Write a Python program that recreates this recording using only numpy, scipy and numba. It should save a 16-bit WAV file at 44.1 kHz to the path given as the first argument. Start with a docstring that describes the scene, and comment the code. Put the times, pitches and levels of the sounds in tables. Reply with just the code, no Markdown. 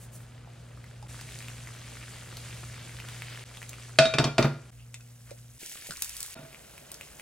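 """Breakfast frying on a kitchen hob

Eggs and greens sizzle in a pan beside bread frying in a skillet, heard by a phone in six spliced shots.
Frying is steam bubbles ringing over fluttering hiss; louder pops, rustling salt and knocks stand out of it.
A metal lid clatters onto the pan as sums of decaying modes plus noise, tongs turn the bread, and the lid
is lifted again. Mains hum (wavering sines) and kitchen rumble (shaped noise) lie underneath."""
import sys
import numpy as np
from scipy import signal
from scipy.fft import rfft, irfft, next_fast_len
from scipy.io import wavfile
from scipy.ndimage import uniform_filter1d
from numba import njit

SR = 44100
rng = np.random.default_rng(int(sys.argv[2]) if len(sys.argv) > 2 else 0)


def convert_level_to_amplitude(level_db):
    """Map a level in decibels to its linear amplitude factor."""
    exponent = np.asarray(level_db, float) / 20
    return 10 ** exponent


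def wrap_up_sound(samples):
    """Save the sound to the file named by the first command line argument, as 16-bit audio."""
    columns = np.atleast_2d(samples).T
    # keep every value between -1 and 1, then stretch to whole-number steps
    tamed = np.clip(columns, -1, 1)
    steps = np.round(tamed * 32767).astype(np.int16)
    wavfile.write(sys.argv[1], SR, steps)


N = 317961
T = np.arange(N) / SR


def colour(x, points):
    """Shape a spectrum by (Hz, dB) points, joined by straight lines over log frequency."""
    size = next_fast_len(len(x))
    hz, db = np.transpose(points)
    f = np.maximum(np.arange(size // 2 + 1) * SR / size, 1)
    gain_db = np.interp(np.log(f), np.log(hz), db)
    return irfft(rfft(x, size) * convert_level_to_amplitude(gain_db), size)[:len(x)]


def unit(x):
    """Scale to rms 1."""
    return x / np.sqrt(np.mean(x ** 2))


def noise(points):
    """White noise of full length, coloured by (Hz, dB) points and scaled to rms 1."""
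    return unit(colour(rng.standard_normal(N), points))


def walk(rate):
    """Random levels held 1 / rate s and slewed twice."""
    k = int(SR / rate)
    steps = np.repeat(rng.standard_normal(N // k + 1), k)
    return 2.13 * uniform_filter1d(uniform_filter1d(steps, k), k)[:N]


def swell(centre_s, spread_s, level_db):
    """A bell-shaped rise and fall of level."""
    return convert_level_to_amplitude(level_db) * np.exp(-.5 * ((T - centre_s) / spread_s) ** 2)


@njit
def rings(start, hz, t60, size, count):
    """Each grain is a sine that starts at once and dies away."""
    y = np.zeros(count)
    for k in range(len(start)):
        turn = np.exp((2j * np.pi * hz[k] - np.log(1000) / t60[k]) / SR)
        z = size[k] + 0j
        for i in range(start[k], min(count, start[k] + int(t60[k] * SR))):
            y[i] += z.imag
            z *= turn
    return y


def play(rows):
    """Rows of (start_s, peak_db, pitch_hz, t60_s) as ringing grains."""
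    s, db, hz, t60 = np.array(rows, float).T.copy()
    return rings((s * SR).astype(np.int64), hz, t60, convert_level_to_amplitude(db), N)


# mains lines, level against the whole hum: pitch_hz, level_db
HUM = [(59.6, -13.5), (119.5, 1.5), (239.5, -17), (479, -28)]


def hum():
    """Mains lines whose level and phase waver a little."""
    lines = 0
    for hz, db in HUM:
        level = np.sqrt(2) * convert_level_to_amplitude(db + 0.74 * walk(8))
        lines = lines + level * np.sin(2 * np.pi * hz * T + 0.33 * walk(1.2))
    return lines


# low rumble of the kitchen, slope of its spectrum: pitch_hz, level_db (per Hz)
RUMBLE = [(35, -30), (55, 3), (90, -3.5), (150, -0.5), (220, -13), (320, -59.5)]
# air of the room, slope of its spectrum: pitch_hz, level_db
AIR = [(120, -20.5), (220, 1.5), (400, 0), (620, 2), (950, -6.5), (1600, -4), (4000, -42.5), (12000, -62)]


def room_tone(hum_db, rumble_db, air_db):
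    """Hum, rumble of drifting level and steady air, each at its level in the shot."""
    rumble = convert_level_to_amplitude(rumble_db + 1.3 * walk(2.5)) * noise(RUMBLE)
    return convert_level_to_amplitude(hum_db) * hum() + rumble + convert_level_to_amplitude(air_db) * noise(AIR)


def sizzle(shape, low_hz, high_hz, per_s, cycles, spread_db, grain_db):
    """Steam bubbles of many sizes burst over a fine hiss that flutters."""
    when, size, rarity = rng.random((int(per_s * N / SR), 3)).T
    hz = low_hz * (high_hz / low_hz) ** size
    peak_db = -spread_db * np.log(rarity + .03)  # the offset limits the rarest, loudest bursts
    grains = play(np.c_[when * N / SR, peak_db, hz, cycles / hz])
    hiss = rng.standard_normal(N) * convert_level_to_amplitude(0.91 * walk(14))
    return unit(colour(hiss + convert_level_to_amplitude(grain_db) * unit(grains), shape))


# wet bubbling, colour of the sizzle: pitch_hz, level_db
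BUBBLING = [(400, -5.5), (900, -11.5), (1400, -5), (2300, -1), (3300, -3), (5000, -6.5), (8000, -25)]
# fine fizz of the fat, colour of the sizzle: pitch_hz, level_db
FIZZ = [(2500, -26), (4500, -9.5), (6500, -1.5), (8400, -1), (11000, -6.5), (13000, -16.5), (16000, -17.5)]
# frying as each shot starts and ends: bubbling_start_db, bubbling_end_db, fizz_start_db, fizz_end_db
FRYING = [(-62, -59.5, -68.5, -65.5), (-51.5, -49.5, -53.5, -54.5), (-55, -47, -57.5, -49.5),
          (-69.5, -67, -69, -63.5), (-53.5, -53.5, -53, -50), (-60, -58, -64.5, -58.5)]
# frying heard from just above: pitch_hz, level_db
CLOSE = [(1500, -0.5), (2700, 2), (4500, 0.5), (9000, 2.5), (14000, 11)]


def frying(shot, along):
    """Bubbling and fizz glide through each shot, and sink as the lid closes over the pan."""
    shut_s, closing_s, muffle_db = 4.4, 0.58, -14.5
    closed = np.clip(1 + (T - shut_s) / closing_s, 0, 1) * (shot == 2)
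    levels = np.transpose(FRYING)[:, shot]
    start_db, end_db = levels[0::2], levels[1::2]
    bubble_db, fizz_db = start_db + (end_db - start_db) * along + muffle_db * closed
    bubbling = sizzle(BUBBLING, low_hz=850, high_hz=4950, per_s=260, cycles=6.5, spread_db=4.5, grain_db=-6.5)
    fizz = sizzle(FIZZ, low_hz=3660, high_hz=14500, per_s=490, cycles=16.0, spread_db=2.0, grain_db=-4.5)
    fat = convert_level_to_amplitude(bubble_db) * bubbling + convert_level_to_amplitude(fizz_db) * fizz
    return np.where(shot < 3, fat, colour(fat, CLOSE))


# fingers rub salt: centre_s, level_db, spread_s
SALT = [(0.029, -54, 0.025), (.15, -51.5, 0.019), (.22, -61, 0.025)]


def salt():
    """Dry grains rustle high up: flickering bright noise in short swells."""
    rub = sum(swell(s, spread, db) for s, db, spread in SALT)
    grains = rng.standard_normal(N) * convert_level_to_amplitude(0.98 * walk(430))
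    return rub * unit(colour(grains, [(4000, -15.0), (6500, -7.5), (8500, -3.5), (13000, -12.5)]))


# loudest bursts of steam in the fat: start_s, peak_db, pitch_hz
POPS = [(0.4745, -40.5, 775), (0.7743, -40, 1210), (0.8418, -36, 2010), (1.2118, -28.5, 5270),
        (1.3213, -31.5, 3550), (1.389, -31, 4500), (1.425, -31.5, 2540), (1.484, -26.5, 2580),
        (1.6728, -29, 2080), (2.37, -23.5, 4300), (2.8942, -31.5, 2170), (2.988, -31.5, 1760),
        (3.001, -26, 2600), (3.087, -27, 3160), (3.221, -23, 2280), (3.348, -33, 2400), (3.3749, -30, 1800),
        (3.5492, -35, 3350), (3.572, -29, 3340), (3.618, -28.5, 1920), (3.6288, -28, 2380),
        (3.693, -23, 6700), (3.7317, -29, 2550), (5.6614, -26.5, 6500), (5.696, -28, 5960),
        (5.722, -28.5, 7170), (5.8706, -28, 7000), (5.971, -26.5, 5590), (6.021, -17, 8500),
        (6.0219, -10.5, 7650), (6.045, -21, 9000), (6.094, -23.5, 8700), (6.1675, -23.5, 9600),
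        (6.2052, -21.5, 8300), (6.2294, -21, 8350), (6.2625, -26, 8650), (6.5292, -35, 2400),
        (6.546, -32.5, 2290), (6.7795, -32, 2440), (6.9167, -24.5, 8500), (6.943, -28.5, 5670),
        (7.011, -25.5, 2570), (7.1974, -29.5, 2320)]


def pops():
    """A short ring at the bubble's pitch, a snap of broken film and a wet tail."""
    s, db, hz = np.transpose(POPS)
    # snap against ring is -11 dB at 2.5 kHz; small bubbles snap harder
    snap_db = db - 11 + 4 * np.log2(hz / 2500)
    snap_db = snap_db + 2 * (s > SHOTS[4][0])  # more of the snap is heard from just above
    snaps, t = np.zeros(N), np.arange(600) / SR
    for at, pitch_hz, level_db in zip(s, hz, snap_db):
        snap = rng.standard_normal(600) * (np.exp(-t / 0.00136) + 0.21 * np.exp(-t / 0.0077))
        i = int(at * SR)
        snaps[i:i + 600] += convert_level_to_amplitude(level_db) * colour(snap, [(pitch_hz / 4, -8), (pitch_hz, 0)])[:N - i]
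    ring = play(np.c_[s, db, hz, 11.0 / hz])
    return ring + colour(snaps, [(700, -18.0), (2500, -5.5), (8500, -3.0), (15000, -9.0)])


def kitchen(x, t60, wet_db):
    """Hard walls return a short tail of decaying noise, coloured by the room."""
    t = np.arange(int(t60 * SR)) / SR
    tail = colour(rng.standard_normal(len(t)), [(100, -1.0), (2000, 2.0), (12000, -3.0)])
    tail = tail * 1000. ** (-t / t60) * (t > .004)  # the first reflection comes after 4 ms
    return x + convert_level_to_amplitude(wet_db) * signal.fftconvolve(x, tail / np.linalg.norm(tail))[:N]


# salt box, bread and tongs knock: start_s, peak_db, pitch_hz, t60_s
TAPS = [(1.027, -40, 850, 0.035), (1.026, -50.5, 4830, 0.017), (4.943, -31.5, 2580, 0.0052),
        (5.005, -50, 1500, 0.017), (5.008, -50, 2550, 0.02), (5.308, -39.5, 2400, 0.0075),
        (5.314, -34.5, 536, 0.036), (5.63, -39, 385, 0.018), (5.89, -36, 565, 0.015),
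        (5.898, -37.5, 166, 0.083), (5.908, -26, 1470, 0.01), (5.921, -31.5, 1500, 0.014)]


def taps():
    """Dull or bright ringing knocks, each with a little noisy crunch of crust."""
    t = np.arange(1500) / SR
    crunch = np.zeros(N)
    for s, db, hz, t60 in TAPS:
        i = int(s * SR)
        crunch[i:i + 1500] += convert_level_to_amplitude(db) * hz / 2450 * rng.standard_normal(1500) * np.exp(-t / 0.0037)
    return play(TAPS) + colour(crunch, [(500, -19.0), (2500, -3.0), (8500, 0.5), (12000, -18)])


# lid on pan: start_s, ring_db, clack_db (against ring), free (scales the ring time), favoured_hz
BLOWS = [(3.9868, -8, -6.5, 1, 639.3), (4.054, -23, -9, 0.55, 3754), (4.138, -25.5, -7, 0.38, 2378),
         (4.184, -21, -1.5, 0.3, 2760), (4.197, -21, -13, 0.4, 670), (4.241, -26.5, 0, 0.41, 3320),
         (4.381, -9, -15, 0.21, 628), (4.426, -22, -7.5, 0.17, 1090), (4.442, -23, -19, 0.05, 1090),
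         (6.352, -43.5, -10, 0.45, 600), (6.372, -50.5, -18, 0.46, 1403), (6.41, -47.5, -17, 0.6, 610),
         (6.445, -52, -22, 1.45, 651)]
# modes of the lid: pitch_hz, level_db, t60_s (at free = 1)
LID = [(619, -5.5, .17), (651, 1, 0.32), (714, -14.5, 0.15), (1090, -8.5, 0.086), (1370, -19.5, .2),
       (1403, -13, 0.36), (1470, -6, 0.29), (1646, -17, .17), (2070, -17, .12), (2378, -13, .45),
       (2595, -8.5, .33), (2760, -14, 0.15), (3320, -17.5, .24), (3555, -13.5, .3), (3754, -9.5, .25),
       (4244, -10, 0.13), (5006, -12.5, 0.16), (5130, -19, 0.16), (5647, -20, .25), (6535, -19, 0.27),
       (8300, -17, .2)]


def lid():
    """Each contact rings the lid's modes and clacks at the rim."""
    pressed_t60_s, pressed_db = 0.033, -12  # ring of the lid while the rim is in contact
    touch_damp_db = -5  # each new contact takes this from what still rings
    out, t = np.zeros(N + SR), np.arange(SR // 2) / SR
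    hz, mode_db, t60 = np.transpose(LID)[:, :, None]
    sign = (-1.) ** np.arange(len(LID))[:, None]  # neighbouring modes start in opposite directions
    waves = sign * np.sin(2 * np.pi * hz * t)
    pressed = (convert_level_to_amplitude(mode_db / 2) * waves * 1000. ** (-t / pressed_t60_s)).sum(0)
    pressed = pressed / np.linalg.norm(pressed)
    for s, ring_db, clack_db, free, favoured_hz in BLOWS:
        chance_db = rng.standard_normal(hz.shape)
        # the place of contact favours some modes; a lid held against the pan rings shorter
        octaves = np.abs(np.log2(hz / favoured_hz))
        spot_db = mode_db - 2.3 * octaves + 10.0 * np.exp(-(octaves / 0.03) ** 2) + chance_db
        fade = 1000. ** (-t / (t60 * np.clip(free, .05, 1.5)))
        touches = np.searchsorted(np.transpose(BLOWS)[0], s + t, side="right")
        touched = convert_level_to_amplitude(touch_damp_db * uniform_filter1d(1. 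* (touches - touches[0]), size=200))
        ring = (convert_level_to_amplitude(spot_db - spot_db.max()) * waves * fade).sum(0) * touched
        clack = colour(rng.standard_normal(len(t)), [(150, -14.0), (500, 5.5), (2000, -2.5), (5000, -3.0),
                                                    (7000, -12), (11000, -24.5), (13000, -55.5)])
        decay = 2.57 * np.exp(-t / 0.002) + 1.0 * np.exp(-t / 0.0094) + .06 * np.exp(-t / 0.049)
        clack = unit(clack) * decay
        # the clack shakes every mode for a moment, so the noise has the lid's colour
        clack = clack + convert_level_to_amplitude(pressed_db) * signal.fftconvolve(clack, pressed)[:len(t)]
        blow = convert_level_to_amplitude(ring_db) * ring + convert_level_to_amplitude(ring_db + clack_db) * clack
        i = int(s * SR)
        out[i:i + len(t)] += blow * (1 - np.exp(-t / 0.00057))
    return out[:N]


# the pan jolts on the glass hob: start_s, level_db, favoured_hz
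JOLTS = [(3.989, -17.5, 141), (4.049, -26, 141.7), (4.143, -25.5, 139.4), (4.191, -16, 140),
         (4.223, -24, 140), (4.246, -21, 199.5), (4.268, -24.5, 422), (4.383, -12.5, 326),
         (4.4, -19.5, 136.6), (4.428, -23.5, 418), (4.442, -14.5, 188.5), (6.356, -41, 326),
         (6.385, -41, 160), (6.425, -43, 140)]
# modes of the pan, rocking base below and singing wall above: pitch_hz, level_db, t60_s
PAN = [(140, 0, .24), (241, -1.5, .11), (326, -3, .1), (420, -5, .09), (560, -5, .09), (1400, -12, .42),
       (2392, -13, .4)]


def pan():
    """Each jolt swells into the pan's modes, most of all those near its pitch, with a rough rattle."""
    rattle_db, rattle_s = -7, .018  # lid and pan chatter after a jolt
    out, t = np.zeros(N + SR), np.arange(SR // 2) / SR
    hz, mode_db, t60 = np.transpose(PAN)[:, :, None]
    for s, db, favoured_hz in JOLTS:
        spot_db = mode_db - 4.5 * np.abs(np.log2(hz / favoured_hz))
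        thud = (convert_level_to_amplitude(db + spot_db) * np.sin(2 * np.pi * hz * t) * 1000. ** (-t / t60)).sum(0)
        rattle = colour(rng.standard_normal(len(t)), [(80, -8), (300, 0), (1100, -8), (3000, -20), (8000, -40)])
        thud = thud + convert_level_to_amplitude(db + rattle_db) * unit(rattle) * np.exp(-t / rattle_s)
        i = int(s * SR)
        out[i:i + len(t)] += thud * (1 - np.exp(-(t / 0.003) ** 2))
    return out[:N]


# crust, tongs and lid rim drag over metal: centre_s, spread_s, level_db, pitch_hz, fall_db (per octave)
SCRAPES = [(4.812, 0.02, -61, 2850, -22), (5.29, .018, -58.5, 1600, -5.5), (5.856, 0.014, -46, 2200, -5.5),
           (6.41, .045, -70, 2460, -12)]


def scrape():
    """Short gritty drags: rapidly flickering noise, each around its own pitch."""
    out = 0
    for s, spread, db, hz, fall_db in SCRAPES:
        grit = rng.standard_normal(N) * convert_level_to_amplitude(2.2 * walk(300))
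        grit = colour(grit, [(hz / 8, 3 * fall_db), (hz, 0), (hz * 2, 2 * fall_db), (hz * 8, 6 * fall_db)])
        out = out + swell(s, spread, db) * unit(grit)
    return out


def handling():
    """The hand-held phone moves: a low, lumpy rumble that swells and passes."""
    lumps = colour(rng.standard_normal(N), [(25, -11), (45, -1.5), (75, 3.5), (110, -19.5), (200, -56)])
    lumps = lumps * convert_level_to_amplitude(2.6 * walk(25))
    return swell(6.08, .16, -56.5) * unit(lumps)


@njit
def notch(x, hz, sharp, depth):
    """Take a moving band out of the sound with a state-variable filter."""
    y, band, low = np.empty(len(x)), 0., 0.
    for i in range(len(x)):
        g = np.tan(np.pi * hz[i] / SR)
        v = (band + g * (x[i] - low)) / (1 + g * (g + 1 / sharp))
        band, low = 2 * v - band, low + 2 * g * v
        y[i] = x[i] - depth[i] * v / sharp
    return y


# a narrow dip wanders through the sound close over the skillet: time_s, pitch_hz
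DIP = [(5.72, 1173), (5.78, 826), (5.86, 1200), (5.99, 587), (6.12, 396), (6.3, 198)]


def wandering_dip(x, shot):
    """Two notches in a row follow the dip in the fifth shot and grow shallower."""
    hz = np.interp(T, *np.transpose(DIP))
    depth = np.interp(T, (5.5, 6.3), [1, .4]) * (shot == 4)
    for _ in range(2):
        x = notch(x, hz, 4.0, depth)
    return x


def ports(x, side, diffuse):
    """Side signal of two close microphone ports: a quarter-turn copy plus one scattered by the room."""
    smear = rng.standard_normal(4000) * np.exp(-np.arange(4000) / 1100.0)
    share = np.clip(diffuse, 0, 1)
    turned = np.imag(signal.hilbert(x, next_fast_len(N)))[:N]
    smeared = signal.fftconvolve(x, smear / np.linalg.norm(smear))[:N]
    return colour(np.sqrt(share) * smeared - np.sqrt(1 - share) * turned, side)


# side against mid, phone back from the hob: pitch_hz, level_db
SIDE_FAR = [(60, -16), (110, -32), (200, -16), (380, -5), (700, -1), (1290, -12), (2380, -12), (4400, -5.5),
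            (15000, -0.5)]
# side against mid, phone close over the hob: pitch_hz, level_db
SIDE_NEAR = [(60, -8), (110, -27), (200, -10.5), (380, -6), (700, 3), (1290, -8.5), (2380, -4.5), (4400, 0),
             (15000, -3)]


def stereo_side(rest, clatter, shot):
    """The phone's side signal, far in the first three shots and near in the others."""
    # the lid sits straight ahead, so it reaches both ports more alike
    wide = rest + colour(clatter, [(300, -9), (700, -10), (1500, 0)])
    far = ports(wide, SIDE_FAR, diffuse=0.78)
    near = ports(wide, SIDE_NEAR, diffuse=0.38)
    return np.where(shot < 3, far, near)


# what each shot starts with: start_s, hum_db, rumble_db, air_db
SHOTS = [(0, -49, -54.5, -60), (1.074, -47.5, -54, -59), (3.44, -49.5, -55.5, -60.5),
         (4.705, -51.5, -58, -68.5), (5.583, -70.5, -64, -74), (6.345, -82.5, -57.5, -59)]


def scene():
    """All sources, shot by shot, as left and right; every splice fades in over 22 ms."""
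    cuts, *room_db = np.transpose(SHOTS)
    shot = np.searchsorted(cuts, T, side="right") - 1
    since_cut_s = T - cuts[shot]
    along = since_cut_s / np.diff([*cuts, N / SR])[shot]
    room = room_tone(*(level_db[shot] for level_db in room_db))
    food = frying(shot, along) + salt()
    small = kitchen(pops() + taps(), t60=0.12, wet_db=-9.0)
    clatter = kitchen(lid() + pan(), t60=0.35, wet_db=-11.0)
    rest = wandering_dip(room + food + small + scrape() + handling(), shot)
    side = stereo_side(rest, clatter, shot)
    fade = np.where(shot > 0, np.minimum(since_cut_s / .022, 1), 1)
    return fade * (rest + clatter + np.array([side, -side]))


def band_limit(x):
    """A steep low-pass at the top of the band."""
    return signal.sosfilt(signal.butter(12, 16670, fs=SR, output="sos"), x)


def record(dry):
    """The phone rounds the loudest peaks and cuts the top above 15.8 kHz."""
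    rounded = np.tanh(dry)
    low_pass = signal.ellip(8, .2, 60, 15800, fs=SR, output="sos")
    mix = signal.sosfilt(low_pass, rounded)
    return band_limit(mix)


dry = scene()
out = record(dry)
wrap_up_sound(out)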